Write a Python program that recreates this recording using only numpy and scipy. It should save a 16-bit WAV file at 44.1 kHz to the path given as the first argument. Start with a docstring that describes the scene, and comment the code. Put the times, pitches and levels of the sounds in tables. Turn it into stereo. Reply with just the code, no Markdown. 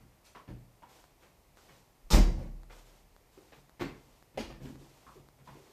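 """In a small room, a wooden door is swung and slams: its latch snaps, the leaf booms in its frame and shudders.
Someone walks about with rustling clothes, taps and bumps wood, and knocks twice against furniture.
Contacts are coloured noise with early echoes and a room tail; damped sines ring for wood, metal and floor.
Cloth is swelling noise. A spaced pair of small microphones adds hiss, and a faint regular tick on the left.
"""
import sys
import numpy as np
from scipy import signal
from scipy.fft import rfft, irfft, next_fast_len
from scipy.io import wavfile
from scipy.ndimage import uniform_filter1d

SR = 44100
rng = np.random.default_rng(int(sys.argv[2]) if len(sys.argv) > 2 else 0)


def generate_wav(signal):
    """Clip the signal to [-1, 1] and save it as 16-bit WAV at the path in sys.argv[1]."""
    frames = np.transpose(np.atleast_2d(signal))
    scaled = np.clip(frames, -1, 1) * 32767
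    pcm = np.round(scaled).astype(np.int16)
    wavfile.write(sys.argv[1], SR, pcm)


N = 252526  # samples in the scene
BINS = np.fft.rfftfreq(SR, 1 / SR)  # frequencies [Hz] of a one-second sound

# likeness of the two microphones: (frequency [Hz], left-right coherence [-1 to 1])
LIKENESS = [(60, 0.99), (130, 0.96), (290, 0.8), (630, 0.58), (1300, -0.4), (2200, 0.067), (14000, -0.025)]
# spectrum of a thud through the floor or wood: (frequency [Hz], relative density [dB per Hz])
THUD = [(20, 0), (40, -12), (60, 5.5), (90, -8), (130, 2.5), (220, 0.5), (330, -6), (600, -14), (2000, -45)]
# spectrum of a scuffing sole, also the noisy edge of a tap: (frequency [Hz], relative density [dB per Hz])
SCUFF = [(100, -19.5), (500, -1.5), (2000, -3.5), (3200, -12), (6000, -23), (9000, -37), (14000, -30)]


def amp(db):
    """Decibels to gain."""
    return 10 ** (np.asarray(db) / 20)


def unit(x):
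    """Scales to rms 1."""
    return x / np.sqrt(np.mean(abs(x) ** 2) + 1e-30)


def read(points, hz):
    """Reads a table on a logarithmic frequency axis."""
    f, value = np.transpose(points)
    return np.interp(np.log(hz + 1), np.log(f + 1), value)


def colour(points, hz=BINS):
    """A spectrum as gains of mean power 1, so only its shape counts."""
    return unit(amp(read(points, hz)))


def add(mix, s, sound):
    """Adds a sound to both channels at time s, cut off at the end of the mix."""
    part = mix[:, max(round(s * SR), 0):][:, :sound.shape[-1]]
    part += sound[..., :part.shape[1]]


def lumps(size, order):
    """Smooth chance of rms 1, changing about every `order` points."""
    smooth = uniform_filter1d(rng.standard_normal(size), order)
    return unit(uniform_filter1d(smooth, order))


def causal(gain):
    """Gives a spectrum the minimum phase of a body that rings only after it is struck."""
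    log_gain = np.log(np.maximum(gain, 1e-5))
    mirrored = np.concatenate([log_gain, log_gain[-2:0:-1]])
    phase = -signal.hilbert(mirrored).imag
    return gain * np.exp(1j * phase[:len(gain)])


def diffuse(gain, size):
    """Coloured noise from all sides: alike at both microphones in the bass, nearly unrelated in the high treble."""
    hz = np.fft.rfftfreq(size, 1 / SR)
    left, other = np.exp(2j * np.pi * rng.random((2, len(hz))))
    same = np.clip(read(LIKENESS, hz), -1, 1)
    right = same * left + np.sqrt(1 - same ** 2) * other
    return irfft(np.array([left, right]) * gain, size) * np.sqrt(size)


def steady(points):
    """Lasting noise of rms 1 with the given spectrum."""
    size = next_fast_len(N, True)
    return diffuse(colour(points, np.fft.rfftfreq(size, 1 / SR)), size)[:, :N]


def blow(gain, rise, hold=0., length=0.95, early_s=0.028, direct=4.9):
    """One contact: direct sound, uneven early echoes, then a tail that dies band by band (rise, hold in s)."""
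    # decay of the room, which `length` stretches: (frequency [Hz], t60 at length 1 [s])
    room_decay = [(50, 0.65), (140, 0.52), (300, 0.52), (700, 0.47), (2000, 0.39), (5000, 0.43),
                  (8000, 0.43), (14000, 0.33)]
    clatter_db, grain_db = 4.5, 3.2
    after = np.arange(SR) / SR  # a second after the blow
    uneven = clatter_db * np.exp(-after / early_s)
    early = amp(uneven * lumps(SR, order=40))
    early = early / np.exp(np.log(amp(uneven)) ** 2)  # keeps the mean power
    echoes = diffuse(1.0, SR) * early * (1 - np.exp(-after / max(rise, 1e-4)))
    echoes[:, 0] += direct * np.exp(-rise / 0.0042)  # the harder the contact, the stronger its click

    hz, t, bands = signal.stft(echoes, SR, nperseg=512)
    t60 = length * read(room_decay, hz)[:, None]
    bands = bands * amp(-60 * np.maximum(t - hold, 0) / t60)
    tail = signal.istft(bands, SR, nperseg=512)[1][:, :SR]

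    # many small resonances, more uneven towards the treble
    crowd = unit(amp(grain_db * lumps(len(BINS), order=60) * BINS / (BINS + 800)))
    return irfft(rfft(tail) * causal(gain * crowd), SR)


def ring(modes, rise, size=SR):
    """Damped modes; the less alike the microphones are at a pitch, the further apart its two phases."""
    t, out = np.arange(size) / SR, 0
    for hz, db, t60 in modes:
        apart = np.arccos(np.clip(read(LIKENESS, hz), -1, 1)) * np.array([[.5], [-.5]])
        out = out + amp(db - 60 * t / t60) * np.sin(2 * np.pi * hz * t + apart)
    return out * (1 - np.exp(-t / max(rise, 1e-4)))


def hiss():
    """Quiet hiss of the microphones: steady noise, strongest in the bass."""
    # (frequency [Hz], relative density [dB per Hz])
    hiss_spectrum = [(15, -28), (25, 1), (48, 0.5), (87, -4), (140, -4.5), (202, -9.5), (940, -11),
                     (1290, -14.5), (1400, -15), (1510, -19), (1970, -16.5), (3350, -22.5), (4990, -22),
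                     (11000, -25.5), (14000, -22.5)]
    return amp(-63.5) * steady(hiss_spectrum)


def steps(ring_db=4.5, ring_t60=0.46, ring_rise=0.028, body_db=-5, thud_rise=0.0026, thud_hold=0.027,
          scuff_rise=0.0019, scuff_hold=0.014, scuff_length=0.79):
    """Each step thuds through the floor, exciting its modes, while the sole scuffs over it."""
    # footsteps: (time [s], reference level of thud and floor ring [dB], level of scuff [dB])
    footfalls = [(0.0, -55, -67), (0.478, -39.5, -54), (1.222, -66, -59), (1.683, -60.5, -57),
                 (2.698, -69, -53.5), (3.522, -57.5, -54.5), (4.075, -66, -84), (4.344, -51, -61.5),
                 (4.498, -51, -50.5), (4.603, -43.5, -60.5), (4.743, -50, -67), (5.158, -55.5, -78),
                 (5.385, -56.5, -64.5), (5.471, -53, -56)]
    # deep modes under every thud: (frequency [Hz], level relative to the thud reference [dB], t60 [s])
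    floor_modes = [(41, -4.5, 0.65), (59, -26, 0.49)]
    threshold_s = 1.0  # the walker crosses the threshold and the floor changes pitch
    doorway_hz, indoors_hz = 120.3, 137.9
    out = np.zeros((2, N))
    for s, thud_db, scuff_db in footfalls:
        hz = doorway_hz if s < threshold_s else indoors_hz
        modes = [*floor_modes, (hz, ring_db, ring_t60)]
        add(out, s, amp(thud_db) * ring(modes, ring_rise))
        add(out, s, amp(thud_db + body_db) * blow(colour(THUD), thud_rise, thud_hold))
        add(out, s, amp(scuff_db) * blow(colour(SCUFF), scuff_rise, scuff_hold, scuff_length))
    return out


def brush(db=-59):
    """A short, bright brushing sound as the door starts to open: one contact of treble noise."""
    # (frequency [Hz], relative density [dB per Hz])
    brush_spectrum = [(1000, 4.5), (4000, 5), (6000, 6), (10000, -1), (14000, -8)]
    out = np.zeros((2, N))
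    add(out, 0.245, amp(db) * blow(colour(brush_spectrum), rise=0.0015, hold=0.037, length=1.0))
    return out


def taps(octaves=0.29, skirt=1.06, body_db=-10, hold=0.0034, length=0.82, ring_db=-2, ring_t60=0.15,
         ring_rise=0.0018):
    """Each tap or bump rings one broad resonance of the wood, with added edge noise and a little thud."""
    # (time [s], pitch [Hz], reference level [dB], noisy edge relative to the resonance [dB])
    wood_taps = [(0.350, 1130, -48.5, -1), (0.478, 257, -51.5, -15), (0.822, 950, -53.5, -5),
                 (1.575, 1300, -63, -5), (3.372, 368, -55.5, -10), (4.603, 268, -50, -22),
                 (4.648, 280, -42, -11.5), (4.811, 326, -55.5, -13), (5.066, 1084, -48, -26),
                 (5.156, 364, -56.5, -12), (5.474, 983, -49.5, -12.5), (5.553, 361, -50, -11),
                 (5.659, 380, -59.5, -7)]
    rise_s, rise_hz = 0.00091, 1000  # rise at this pitch; lower taps are softer and rise more slowly
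    out = np.zeros((2, N))
    for s, hz, db, edge_db in wood_taps:
        distance = np.log2((BINS + 1) / hz) / octaves
        resonance = unit(1 / (1 + distance ** 2) ** skirt)
        edge = amp(edge_db) * colour(SCUFF)
        body = amp(body_db) * colour(THUD)
        gain = np.sqrt(resonance ** 2 + edge ** 2 + body ** 2)
        add(out, s, amp(db) * blow(gain, rise_s * rise_hz / hz, hold, length))
        add(out, s, amp(db) * ring([(hz, ring_db, ring_t60)], ring_rise))
    return out


def clothes(db=7.0, grain_db=0.5):
    """Cloth rubs with a slightly grainy hiss: each move of the body swells, holds and dies away."""
    # rubs: (time [s], time from onset to fading [s], level before the common gain `db` [dB])
    rubs = [(0.875, .13, -66.5), (1.195, 0.052, -72.5), (1.555, 0.22, -68.5), (2.7, 0.092, -64.5),
            (2.844, 0.14, -72.5), (3.307, 0.29, -72), (3.93, 0.26, -73.5), (4.608, 0.089, -64.5),
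            (4.784, 0.38, -70), (5.435, 0.31, -69.5)]
    # (frequency [Hz], relative density [dB per Hz])
    cloth_spectrum = [(200, 4), (900, 6), (2000, -1.5), (3300, -1), (5500, -2.5), (7500, -4),
                      (10000, -10.5), (14000, -9.5)]
    attack_s, release_s = 0.026, 0.071
    t, level = np.arange(N) / SR, 0
    for s, hold, rub_db in rubs:
        swell = np.clip((t - s) / attack_s, 0, 1)
        fade = np.exp(-np.maximum(t - s - hold, 0) / release_s)
        level = level + amp(rub_db) * swell * fade
    grain = unit(uniform_filter1d(rng.standard_normal(N), 300))
    return amp(db + grain_db * grain) * level * steady(cloth_spectrum)


def ticks():
    """A tiny dry electrical pulse, thinned by a high-pass, repeats in the left channel."""
    first_s, every_s = 1.0413, .5308
    db, seconds = -39.5, .00036
    t = np.arange(N) / SR - first_s
    pulse = (t > 0) * (t % every_s < seconds)
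    thin = signal.lfilter(*signal.butter(1, 150, "high", fs=SR), pulse)
    return np.array([[-1], [0]]) * amp(db) * thin


def draught(db=-46):
    """Air squeezed ahead of the swinging leaf gives one soft, deep puff."""
    start_s, seconds, hz = 2.038, .055, 32
    t = np.arange(int(seconds * SR)) / SR
    return start_s, amp(db) * np.sin(np.pi * t / seconds) * np.sin(2 * np.pi * hz * t)


def latch():
    """The latch hits with a bright crack, a short metal ring starts, and it rattles on: noisy contacts."""
    # hits and rattles: (time [s], level [dB])
    clatter = [(2.1042, -25.5), (2.117, -29), (2.1349, -34.5), (2.159, -49)]
    # spectrum of the hits: (frequency [Hz], relative density [dB per Hz])
    latch_spectrum = [(88, -27), (150, 0), (566, -4.5), (685, -18), (876, 4.5), (1040, -9), (1230, 1.5),
                      (1580, -13), (3010, -8.5), (3250, -8.5), (5220, -5), (5630, -11), (14000, -35)]
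    # spectrum of metal on metal: (frequency [Hz], relative density [dB per Hz])
    snap_spectrum = [(1500, -17), (3400, -17.5), (5200, -0.5), (7800, -5), (10000, -15.5), (14000, -10.5)]
    # ring of the metal: (frequency [Hz], level [dB], t60 [s])
    metal_modes = [(2030, -50, .25), (3660, -30.5, 0.18), (4630, -48, 0.48), (5709, -61, .2),
                   (5841, -49, .2), (6000, -44, .18), (7892, -64, .14)]
    out = np.zeros((2, N))
    for s, db in clatter:
        add(out, s, amp(db) * blow(colour(latch_spectrum), rise=0.0016, length=0.55))
    add(out, 2.105, amp(-32) * blow(colour(snap_spectrum), rise=0.0024, hold=0.048, length=0.61))
    add(out, 2.116, ring(metal_modes, rise=.002))  # the metal rings
    return out


def leaf():
    """The leaf hits the frame: a noisy bang, the ring of wood and room, and a deep boom."""
    # spectrum of the bang: (frequency [Hz], relative density [dB per Hz])
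    leaf_spectrum = [(76, -13), (130, -1), (192, -2.5), (296, -8), (599, -14), (700, -13.5), (787, -16.5),
                     (1140, -17), (1310, -20.5), (2140, -20.5), (3220, -25.5), (3700, -25.5), (5920, -26.5),
                     (10200, -42.5), (14000, -38)]
    # ring of the wood and the room: (frequency [Hz], level [dB], t60 [s])
    wood_modes = [(101.5, -27, 0.55), (128.4, -37.5, 1.28), (173.7, -30, 0.72), (185.2, -31.5, 0.7),
                  (198.8, -22, 0.39), (252.7, -35, 0.79), (329, -32.5, 0.76), (378, -34, 0.53),
                  (499, -39, 0.67), (605.4, -31.5, 0.41), (800, -33.5, 0.34), (932, -36, 0.36),
                  (1047, -40, 0.42), (1081, -41, 0.38)]
    # deep modes of the leaf and the air that it pushes: (frequency [Hz], level [dB], t60 [s])
    boom_modes = [(37.1, -24, 1.35), (38.43, -6.5, 0.49), (46.6, -6.5, 0.25), (50.6, -12.5, 0.45),
                  (68.5, -27.5, 0.85)]
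    hit_s = 2.130
    out = np.zeros((2, N))
    add(out, hit_s, amp(-23.0) * blow(colour(leaf_spectrum), rise=0.0029, hold=0.027, length=1.034))
    add(out, hit_s, ring(wood_modes, rise=0.024))
    add(out, hit_s, ring(boom_modes, rise=0.039, size=2 * SR))
    return out


def settle(seconds=0.105, from_hz=52, to_hz=94, db=-35):
    """The leaf bounces against the latch, faster and faster: a deep tone that glides up, swells and fades."""
    u = np.linspace(0, 1, int(seconds * SR))
    phase = 2 * np.pi * np.cumsum(from_hz + (to_hz - from_hz) * u) / SR
    return amp(db) * np.sin(np.pi * u) * np.sin(phase)


def shudder():
    """The leaf shudders late in its frame: one soft contact of mostly low noise."""
    # (frequency [Hz], relative density [dB per Hz])
    shudder_spectrum = [(65, -40), (110, -2), (342, -11), (437, -23), (535, -13), (669, -21.5), (1090, -22),
                        (1330, -32), (1600, -29), (14000, -51)]
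    return amp(-44.5) * blow(colour(shudder_spectrum), rise=0.0089, hold=0.063, length=0.99)


def sway(seconds=0.26, hz=35.4, db=-43):
    """The latched leaf sways once more in its frame: a deep tone under a single swell."""
    t = np.arange(int(seconds * SR)) / SR
    return amp(db) * np.sin(np.pi * t / seconds) * np.sin(2 * np.pi * hz * t)


def door():
    """The slam: puff of air, latch, bang of the leaf, bounce, shudder and sway."""
    out = latch() + leaf()
    add(out, *draught())
    add(out, 2.325, settle())
    add(out, 2.368, shudder())
    add(out, 2.427, sway())
    return out


def knocks():
    """Two knocks on furniture, one dull and one hard: each is a few quick contacts and a ring."""
    # contacts of the dull knock: (time [s], level [dB])
    dull_contacts = [(3.7959, -41), (3.804, -33.5), (3.810, -40)]
    # its spectrum: (frequency [Hz], relative density [dB per Hz])
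    dull_spectrum = [(29, -43), (50, -14), (125, -13), (187, -11.5), (280, -5.5), (448, -13.5),
                     (516, -17.5), (669, -18.5), (2030, -18), (5080, -33), (8530, -42), (9830, -48),
                     (10600, -47), (14000, -41)]
    # its ring: (frequency [Hz], level [dB], t60 [s])
    dull_modes = [(38.4, -46, 0.63), (140, -42, 0.55), (192, -64, .3), (278.4, -30, 0.24),
                  (342.5, -29.5, 0.18), (431, -31.5, 0.079), (1114, -49, 0.42), (1450, -59, 0.098),
                  (2090, -53, 0.54)]
    # contacts of the hard knock: (time [s], level [dB])
    hard_contacts = [(4.3745, -40), (4.382, -39.5), (4.396, -41.5)]
    # its spectrum: (frequency [Hz], relative density [dB per Hz])
    hard_spectrum = [(29, -38), (50, 5), (163, -18), (211, 6), (273, -1), (417, -4), (470, -6), (541, -4),
                     (1320, -11), (2880, -9), (3480, -15), (4850, -13.5), (7950, -26), (14000, -32)]
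    # its ring: (frequency [Hz], level [dB], t60 [s])
    hard_modes = [(35.9, -47.5, 1), (332, -47.5, 0.89), (420, -35.5, 0.18), (545, -27.5, 0.093),
                  (597, -28, 0.067), (754, -28, 0.049), (945, -36.5, 0.061), (2070, -37.5, 0.075)]
    out = np.zeros((2, N))
    for s, db in dull_contacts:
        add(out, s, amp(db) * blow(colour(dull_spectrum), rise=0.001, length=0.94))
    add(out, 3.8105, ring(dull_modes, rise=0.00096))
    for s, db in hard_contacts:
        add(out, s, amp(db) * blow(colour(hard_spectrum), rise=0.00029, length=0.98))
    add(out, 4.3745, ring(hard_modes, rise=0.0021))
    return out


def scene():
    """Everything in the room, over the quiet hiss."""
    return hiss() + steps() + brush() + taps() + clothes() + door() + knocks()


def record(dry):
    """The left microphone favours the midrange, both lose the deepest bass; then the tick and a steep band limit."""
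    # balance of the pair: (frequency [Hz], left minus right [dB])
    pair_balance = [(60, 1.5), (200, 1.5), (370, 0.5), (690, 5.5), (1270, 3.5), (2330, 3), (4290, 0.5),
                    (7900, 0), (14000, -2)]
    low_hz, edge_hz = 24, 14450
    size = next_fast_len(N + SR // 4, True)
    hz = np.fft.rfftfreq(size, 1 / SR)
    lean = amp(read(pair_balance, hz) * np.array([[.5], [-.5]]))
    low_cut = 1 / np.sqrt(1 + (low_hz / (hz + 1)) ** 10)
    heard = irfft(rfft(dry, size) * lean * low_cut, size)[:, :N] + ticks()
    band_limit = signal.firwin(401, edge_hz, window=("kaiser", 9), fs=SR)
    return signal.oaconvolve(heard, band_limit[None], "same")


dry = scene()
out = record(dry)
generate_wav(out)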